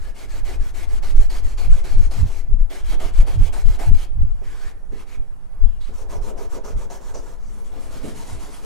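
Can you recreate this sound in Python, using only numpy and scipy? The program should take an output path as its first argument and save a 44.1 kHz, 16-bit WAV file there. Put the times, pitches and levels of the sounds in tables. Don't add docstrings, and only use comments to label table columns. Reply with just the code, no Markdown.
import sys
import numpy as np
from scipy import signal
from scipy.fft import rfft, irfft, next_fast_len
from scipy.io import wavfile
from scipy.ndimage import uniform_filter1d, map_coordinates

SR = 44100
rng = np.random.default_rng(int(sys.argv[2]) if len(sys.argv) > 2 else 0)


def store_wav(level_fs):
    pcm = np.round(np.clip(np.atleast_2d(level_fs), -1, 1) * 32767)
    wavfile.write(sys.argv[1], SR, pcm.T.astype(np.int16))


N = 381465

# (start [s], end [s], hiss [dB], drone over hiss [dB])
PAD_STROKES = [(0.0, 0.113, -54.5, 4), (0.153, 0.265, -49, 5), (0.289, 0.404, -48.5, 1.5),
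               (0.447, 0.56, -46, 6.5), (0.597, 0.708, -50, -0.5), (0.744, 0.854, -46, 2.5),
               (0.883, 0.99, -50, 4), (1.026, 1.129, -46.5, 2.5), (1.16, 1.266, -48.5, 3),
               (1.3, 1.402, -44.5, 3.5), (1.434, 1.545, -50, 3), (1.575, 1.68, -46.5, 5.5),
               (1.701, 1.815, -49.5, 6), (1.841, 1.957, -47, 5.5), (1.972, 2.081, -50.5, 4.5),
               (2.11, 2.234, -46.5, 2.5), (2.254, 2.418, -51, 5.5), (2.701, 2.815, -47.5, 4.5),
               (2.841, 2.95, -46, 2.5), (2.998, 3.103, -44.5, 8), (3.129, 3.224, -47.5, 4.5),
               (3.267, 3.365, -47, 7.5), (3.386, 3.485, -48, 1.5), (3.527, 3.628, -46, 6.5),
               (3.65, 3.764, -47.5, 7.5), (3.791, 3.9, -45.5, 8.5), (3.931, 4.055, -48, -1),
               (5.807, 5.914, -56.5, -15), (5.931, 6.036, -53, 8), (6.095, 6.18, -50, 13.5),
               (6.217, 6.308, -50, 11.5), (6.372, 6.466, -51, 14.5), (6.497, 6.577, -49.5, 13),
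               (6.641, 6.733, -51, 11.5), (6.766, 6.856, -52, 9.5), (6.901, 6.98, -49.5, 12.5),
               (7.005, 7.126, -54, 11.5), (7.141, 7.212, -54, 16), (7.222, 7.355, -55.5, 8.5),
               (7.803, 7.885, -52, 9), (7.905, 8.0, -49.5, 13.5), (8.033, 8.13, -47, 11),
               (8.155, 8.243, -46.5, -5), (8.262, 8.372, -47.5, 10), (8.397, 8.49, -48, 9.5),
               (8.515, 8.605, -48, -12), (8.63, 8.72, -49, 16.5)]
# (start [s], end [s], hiss [dB], hiss rise [dB],
# drone over hiss [dB], scratch resonance [Hz], its end over its start [ratio])
HAND_WIPES = [(2.588, 2.63, -63, 0.3, -1, 2050, 0.97), (4.14, 4.43, -73, 13, -3, 2390, 0.66),
              (4.436, 4.562, -54, 5, -1, 1810, 0.78), (4.553, 4.718, -53, 5.5, -0.5, 1740, 1.27),
              (4.918, 5.037, -56, 6, -2.5, 1820, 1.4), (5.067, 5.166, -55.5, 5.5, 5.5, 2230, 1.13),
              (5.644, 5.788, -69, -2, 6.5, 3100, 0.67), (7.393, 7.63, -61, 7.5, 6, 7200, 2),
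              (7.641, 7.708, -59, -0.5, 11, 7440, 1.3), (7.714, 7.766, -62, 5.5, 24.5, 3400, 1)]
HOLD_STARTS = [0, 1.0, 2.6, 3.5, 5.7, 6.05, 6.6, 7.13, 7.5]
# (hiss rise along a pull [dB], along a push [dB], scratch resonance of a pull [Hz],
# of a push [Hz], scratch of a push over hiss [dB])
HOLDS = [(4, -0.5, 1820, 2220, -7), (0, -2, 6750, 4320, -7), (11.5, -1.5, 3200, 3170, -6.5),
         (5, -4, 3200, 8400, -9.5), (8.5, -1, 6500, 3570, -0.5), (8.5, -0.5, 6800, 6000, -6.5),
         (5.5, -2, 7000, 6300, -2.5), (0.5, -2, 6800, 5950, 7), (1, 0, 6900, 8000, -5.5)]
PULL_SCRATCH_DB, WIPE_SCRATCH_DB = -7.5, -0.5


def contacts():
    rubs = []
    for start, end, db, rise_db, over_db, hz, glide in HAND_WIPES:
        rubs.append(dict(start=start, end=end, hiss_db=db, rise_db=rise_db, drone_db=db + over_db,
                         scratch_hz=hz, glide=glide, scratch_db=db + WIPE_SCRATCH_DB, push=0))
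    for k, (start, end, db, over_db) in enumerate(PAD_STROKES):
        push = k % 2
        hold = HOLDS[np.searchsorted(HOLD_STARTS, start, side="right") - 1]
        scratch_db = db + (hold[4] if push else PULL_SCRATCH_DB)
        rubs.append(dict(start=start, end=end, hiss_db=db, rise_db=hold[push], drone_db=db + over_db,
                         scratch_hz=hold[2 + push], glide=1, scratch_db=scratch_db, push=push))
    return rubs


TURN_EASE = [1.16, 1.2, 1.37, 2.449]


def stroke_gain(rub, level, grip_s, lift_s, bite_db, lean=1):
    start, end, rise_db = rub["start"], rub["end"], lean * rub["rise_db"]
    span = slice(max(0, int((start - .08) * SR)), min(N, int((end + .12) * SR)))
    t = np.arange(span.start, span.stop) / SR
    jerk = np.clip(-rise_db / 2.2, 0, 1)
    bite = bite_db * jerk * np.exp(-abs(t - start - .01) / 0.012)
    ease = TURN_EASE[np.searchsorted(PATCH_MOVES, start)]
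    slow = (end - start) / .1
    onset_s = slow * ease * grip_s * (1 - .6 * jerk)
    edge = 1 / (1 + np.exp((start - t) / onset_s)) / (1 + np.exp((t - end) / (ease * lift_s)))
    along_stroke = np.clip((t - start) / (end - start) - .5, -.5, .5)
    arch = -6 * along_stroke ** 2
    return span, amp(rub[level] + rise_db * along_stroke + arch + bite) * edge


PATCH_MOVES = [4.1, 5.92, 7.4]


def patch_gains(level, **shape):
    gains = np.zeros((2, len(PATCH_MOVES) + 1, N))
    for rub in contacts():
        span, gain = stroke_gain(rub, level, **shape)
        gains[rub["push"], np.searchsorted(PATCH_MOVES, rub["start"]), span] += gain
    return gains


# (frequency [Hz], relative density [dB per Hz])
NEAR_COLOUR = [(900, -2), (2230, -1.5), (2770, -5.5), (3160, -5), (3730, -8.5), (4100, -5.5), (4900, -8),
               (7740, -8.5), (12200, -14), (15700, -24.5)]
WIPE_COLOUR = [(1000, 0.5), (1820, -3.5), (3550, -9), (7940, -12), (13000, -19.5), (15700, -29)]
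FAR_COLOUR = [(900, 15.5), (1400, 9.5), (2500, 2), (4850, -2), (5900, 3.5), (7000, 1), (11000, -4),
              (15700, -12)]
BESIDE_COLOUR = [(900, 1), (1560, -7), (3080, -10.5), (8510, -13.5), (10900, -13), (15700, -31.5)]


def hiss():
    grains = amp(1.2 * wobble(900) + .7 * wobble(40))
    grit = unit(patchy(patchy_db=2) * grains)
    gains = patch_gains("hiss_db", grip_s=0.0039, lift_s=0.0064, bite_db=0.0).sum(axis=0)
    band = lambda hz: (hz > 2500) & (hz < 13000)
    out = 0
    for gain, points in zip(gains, (NEAR_COLOUR, WIPE_COLOUR, FAR_COLOUR, BESIDE_COLOUR)):
        colour = closed(points)
        out = out + gain * filtered(grit, colour) / unit_gain(lambda hz: band(hz) * colour(hz))
    return out


SCRATCH_SCATTER = .035


def scratch():
    out, grit, rubs = np.zeros((2, N)), patchy(patchy_db=3.5), contacts()
    for k, (rub, luck) in enumerate(zip(rubs, rng.standard_normal(len(rubs)))):
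        is_wipe = k < len(HAND_WIPES)
        lean = .3 if is_wipe else 1
        span, gain = stroke_gain(rub, "scratch_db", grip_s=.003, lift_s=.012, bite_db=6, lean=lean)
        t = np.arange(span.start, span.stop) / SR
        place = np.clip((t - rub["start"]) / (rub["end"] - rub["start"]), 0, 1)
        stops = 5 if is_wipe else 1
        band = 0
        for stop in np.linspace(0, 1, stops):
            share = np.sqrt(np.clip(1 - (stops - 1) * abs(place - stop), 0, 1))
            hz = rub["scratch_hz"] * rub["glide"] ** (stop - .5) * np.exp(SCRATCH_SCATTER * luck)
            b, a = signal.iirpeak(hz, 2 + 7500 / hz, SR)
            once = signal.lfilter(b, a, grit[:, span])
            band = band + share * signal.lfilter(b, a, once)
        out[:, span] += gain * unit(band)
    return out


# (frequency [Hz], width [Hz], drive from each of the four patches [dB] x 4,
# change in a full push [dB])
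PANEL_MODES = [(210, 240, -1.5, 2, -7, 0, -4.5), (355, 112, 5, 7, -1, 0.5, -1.5),
               (418.7, 55.6, 4.5, 10.5, 2.5, 0, -0.3), (558, 113, 0, 1, -2.5, -3.5, -1),
               (702, 107, 0.5, 5.5, -6, -6.5, 2.5), (870, 290, -4, -1, -10.5, -28, 1),
               (967, 21, -8, -22, -5, -28.5, 0.5)]
PUSH_SHARE = 0.9
# (time [s], peak of the push on the sheet [dB])
SHEET_TAPS = [(4.416, -35), (4.635, -37), (4.917, -32), (5.884, -34), (8.037, -29)]


def panel_response(hz, patch, push):
    total = 0
    for n, mode in enumerate(PANEL_MODES):
        centre, width = mode[:2]
        gain = (-1) ** n * amp(mode[2 + patch] + push * mode[-1])
        total = total + gain * 1j * hz * width / (centre ** 2 - hz * hz + 1j * hz * width)
    return total


def drone():
    gains = patch_gains("drone_db", grip_s=0.013, lift_s=0.017, bite_db=4.0, lean=2.32)
    t, taps = np.arange(N) / SR, np.zeros_like(gains[0])
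    for at, db in SHEET_TAPS:
        decay_db = 60 * abs(t - at) / 0.25
        taps[np.searchsorted(PATCH_MOVES, at)] += amp(db - decay_db) * (t > at)
    flesh = lambda hz: 1 / (1 + 1j * hz / 450) ** 2
    drag = unit(patchy(patchy_db=2) * amp(1.2 * wobble(30)))
    out = 0
    for patch, (pull, push) in enumerate(zip(*gains)):
        pull_sheet = lambda hz: panel_response(hz, patch, 0)
        push_sheet = lambda hz: panel_response(hz, patch, PUSH_SHARE)
        knocks = filtered(taps[patch] * drag, flesh)
        pulled = filtered(pull * drag + knocks, pull_sheet)
        pushed = filtered(push * drag, push_sheet)
        out = out + (pulled + pushed) / unit_gain(pull_sheet)
    return out


# (start [s], end [s], centre
# frequency [Hz], peak before flicker [dB])
FAINT_TONES = [(.03, .14, 1700, -54), (.27, .39, 1690, -55), (2.5, 2.59, 2620, -66),
               (7.41, 7.62, 220, -52)]


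def faint_tones():
    t, out = np.arange(N) / SR, np.zeros(N)
    drift = np.cumsum(wobble(120)) / SR
    flicker = amp(4 * wobble(90))
    for start, end, hz, db in FAINT_TONES:
        swell = np.sin(np.pi * np.clip((t - start) / (end - start), 0, 1))
        out += amp(db) * swell * np.sin(2 * np.pi * hz * (t + .022 * drift))
    return out * flicker


# (time [s], surge [dB], left over right [dB])
AIR_SURGE = [(0.0, -20.5, 5), (0.19, -29.5, 3), (0.31, -21, -5), (0.89, -22.5, 6), (1.03, -16, -1),
             (2.65, -22.5, 5), (2.74, -30.5, -3), (2.89, -17, -4), (3.73, -21, -2), (5.5, -30, -5),
             (5.65, -20, 5), (5.83, -25, 1.5), (8.65, -28.5, -2)]
# (time [s], suction [dB], left over right [dB], flutter [dB])
ARM_PUFFS = [(0.609, -10.5, 5.5, -32), (0.932, -8.5, 3, -50), (1.191, -2.5, -0.5, -34), (1.46, -11, 7, -35),
             (1.716, -1.5, 7, -22.5), (1.978, -5.5, 6.5, -19), (2.063, -7.5, 8, -45),
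             (2.244, -11, -5, -16.5), (2.536, -5, 4.5, -25.5), (2.622, -7, 8, -37.5), (3.197, -1, 4, -28),
             (3.417, -2.5, -3, -15), (3.69, -1.5, 7, -26.5), (3.927, 0.5, 4.5, -20), (4.226, -1, -1, -17.5),
             (4.311, -9, 0, -37), (5.202, -12, -9.5, -36), (5.651, -5.5, 17.5, -59),
             (6.219, -14, -15, -39.5), (6.766, -6.5, -11, -31), (8.349, -21, -6, -28)]
# (frequency [Hz], relative density [dB per Hz])
SURGE_COLOUR = [(3, -0.5), (7, 0), (13, 5.5), (25, -5), (45, -10.5), (90, -30), (400, -120)]
FLUTTER_COLOUR = [(30, -71), (55, 1), (120, -11), (250, -30.5), (1500, -96)]
PUFF_MS, PUFF_SCATTER = 15.24, 0.2
SKEW_S = 0.0113
FLUTTER_PAN = 0.95
STILL_DB = -27


def buffet():
    s, surge_db, pan_db = np.transpose(AIR_SURGE)
    t, lean = np.arange(N) / SR, np.array([[.5], [-.5]])
    surge_line = np.interp(t, s, surge_db)
    surge = amp(surge_line + lean * np.interp(t, s, pan_db))
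    puffs, puff_swell, stir = np.zeros((2, N)), np.ones((2, N)), amp(-22.5) * surge
    lucks = rng.standard_normal((len(ARM_PUFFS), 2, 2))
    for (at, db, side_db, flutter_db), luck in zip(ARM_PUFFS, lucks):
        near = slice(int((at - .25) * SR), int((at + .25) * SR))
        since = t[near] - at
        width_s = PUFF_MS / 1000 * np.exp(PUFF_SCATTER * luck[1][:, None])
        u = (since - SKEW_S * lean * luck[0, 0]) / width_s
        puffs[:, near] -= amp(db + lean * side_db) * (1 - 1.89 * u * u) * np.exp(-.9 * u * u)
        puff_swell[:, near] *= 1 + 1.32 * amp(db) * np.exp(-(since / 0.068) ** 2)
        flutter = amp(flutter_db + FLUTTER_PAN * lean * side_db)
        stir[:, near] += flutter * np.exp(-((since + 0.012) / 0.042) ** 2)
    opposed = 1 / (1 + amp(4.9 * (surge_line - STILL_DB)))
    couple = lambda x: np.array([x[0], np.sqrt(1 - opposed ** 2) * x[1] - opposed * x[0]])
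    eddy = lambda colour: couple(unit(filtered(rng.standard_normal((2, N)), closed(colour))))
    puffs[1] *= 1 - 2 * opposed
    lumps = amp(2.5 * np.array([wobble(25), wobble(25)]))
    swell = amp(1.17 * np.array([wobble(2.213), wobble(6.7)]))
    slow_air = surge * puff_swell * unit(swell * eddy(SURGE_COLOUR))
    return slow_air + puffs + stir * unit(lumps * eddy(FLUTTER_COLOUR))


# (frequency [Hz], time to fall 60 dB [s])
WALL_DECAY = [(200, 1), (2000, 0.57), (10000, 0.075)]


def walls(x):
    hz, t, z = signal.stft(rng.standard_normal((2, SR // 2)), SR, nperseg=256)
    fade = amp(-60 * t / along(WALL_DECAY, hz)[:, None])
    tail = signal.istft(z * fade, SR, nperseg=256)[1]
    return signal.fftconvolve(x, tail / np.linalg.norm(tail[0]), axes=1)[:, :N]


# (frequency [Hz], relative density [dB per Hz])
SHOP_COLOUR = [(150, 7), (300, -2), (850, -3.5), (3500, -25.5), (6000, -27.5), (10000, -24.5), (15700, -38)]
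SHOP_DB = -53.5


def shop():
    room_air = unit(spread(patchy(patchy_db=2.5)))
    own_hiss = 0.7 * rng.standard_normal((2, N))
    return amp(SHOP_DB) * unit(filtered(room_air + own_hiss, closed(SHOP_COLOUR)))


# (frequency [Hz], left-right correlation before tilt and lead [ratio])
PORT_LIKENESS = [(800, 0.85), (3500, 0.65), (7500, 0.72), (11000, 0.35)]
# (frequency [Hz], left over right [dB])
PORT_TILT = [(300, -2.5), (4400, 1), (15000, -3)]
# (frequency [Hz], lead of the left [radians])
PORT_LEAD = [(300, 1.6), (1500, 0.9), (4000, 0.5), (7500, .1), (12000, 1.3)]


def spread(pair):
    turn = lambda hz: np.arccos(np.clip(along(PORT_LIKENESS, hz), -1, 1)) / 2
    mid, side = filtered(pair, lambda hz: np.array([np.cos(turn(hz)), np.sin(turn(hz))]))
    halves = [.5, -.5]
    balance = lambda hz: amp(np.outer(halves, along(PORT_TILT, hz)))
    phase = lambda hz: np.exp(1j * np.outer(halves, along(PORT_LEAD, hz)))
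    return filtered(np.array([mid + side, mid - side]), lambda hz: balance(hz) * phase(hz))


def patchy(patchy_db):
    z = signal.stft(rng.standard_normal((2, N)), nperseg=512)[2]
    field = uniform_filter1d(rng.standard_normal(z.shape[1:]), 5, 0)
    field = uniform_filter1d(field, 8, 1)
    return signal.istft(z * amp(patchy_db * unit(field)), nperseg=512)[1][:, :N]


def wobble(rate):
    knots = rng.standard_normal(int(N * rate / SR) + 4)
    return map_coordinates(knots, [np.arange(N) * rate / SR])


def filtered(x, response):
    m = next_fast_len(N + SR // 2)
    return irfft(rfft(x, m) * response(np.fft.rfftfreq(m, 1 / SR)), m)[..., :N]


def closed(points):
    return lambda hz: amp(along([(points[0][0] / 4, -90)] + list(points), hz))


def along(points, hz):
    f, v = np.transpose(points)
    return np.interp(np.log(hz + 1), np.log(f + 1), v)


def unit_gain(response):
    return np.sqrt(np.mean(np.abs(response(np.fft.rfftfreq(SR, 1 / SR))) ** 2))


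def unit(x):
    return x / np.sqrt(np.mean(x ** 2) + 1e-20)


def amp(db):
    return 10 ** (np.asarray(db) / 20)


def scene():
    rub = spread(hiss() + scratch() + drone() + faint_tones())
    return rub + amp(-12.5) * walls(rub) + buffet() + shop()


TOP_HZ = 15800


def record(dry):
    clipped = dry / (1 + np.abs(dry) ** 12) ** (1 / 12)
    return filtered(clipped, lambda hz: hz < TOP_HZ)


dry = scene()
out = record(dry)
store_wav(out)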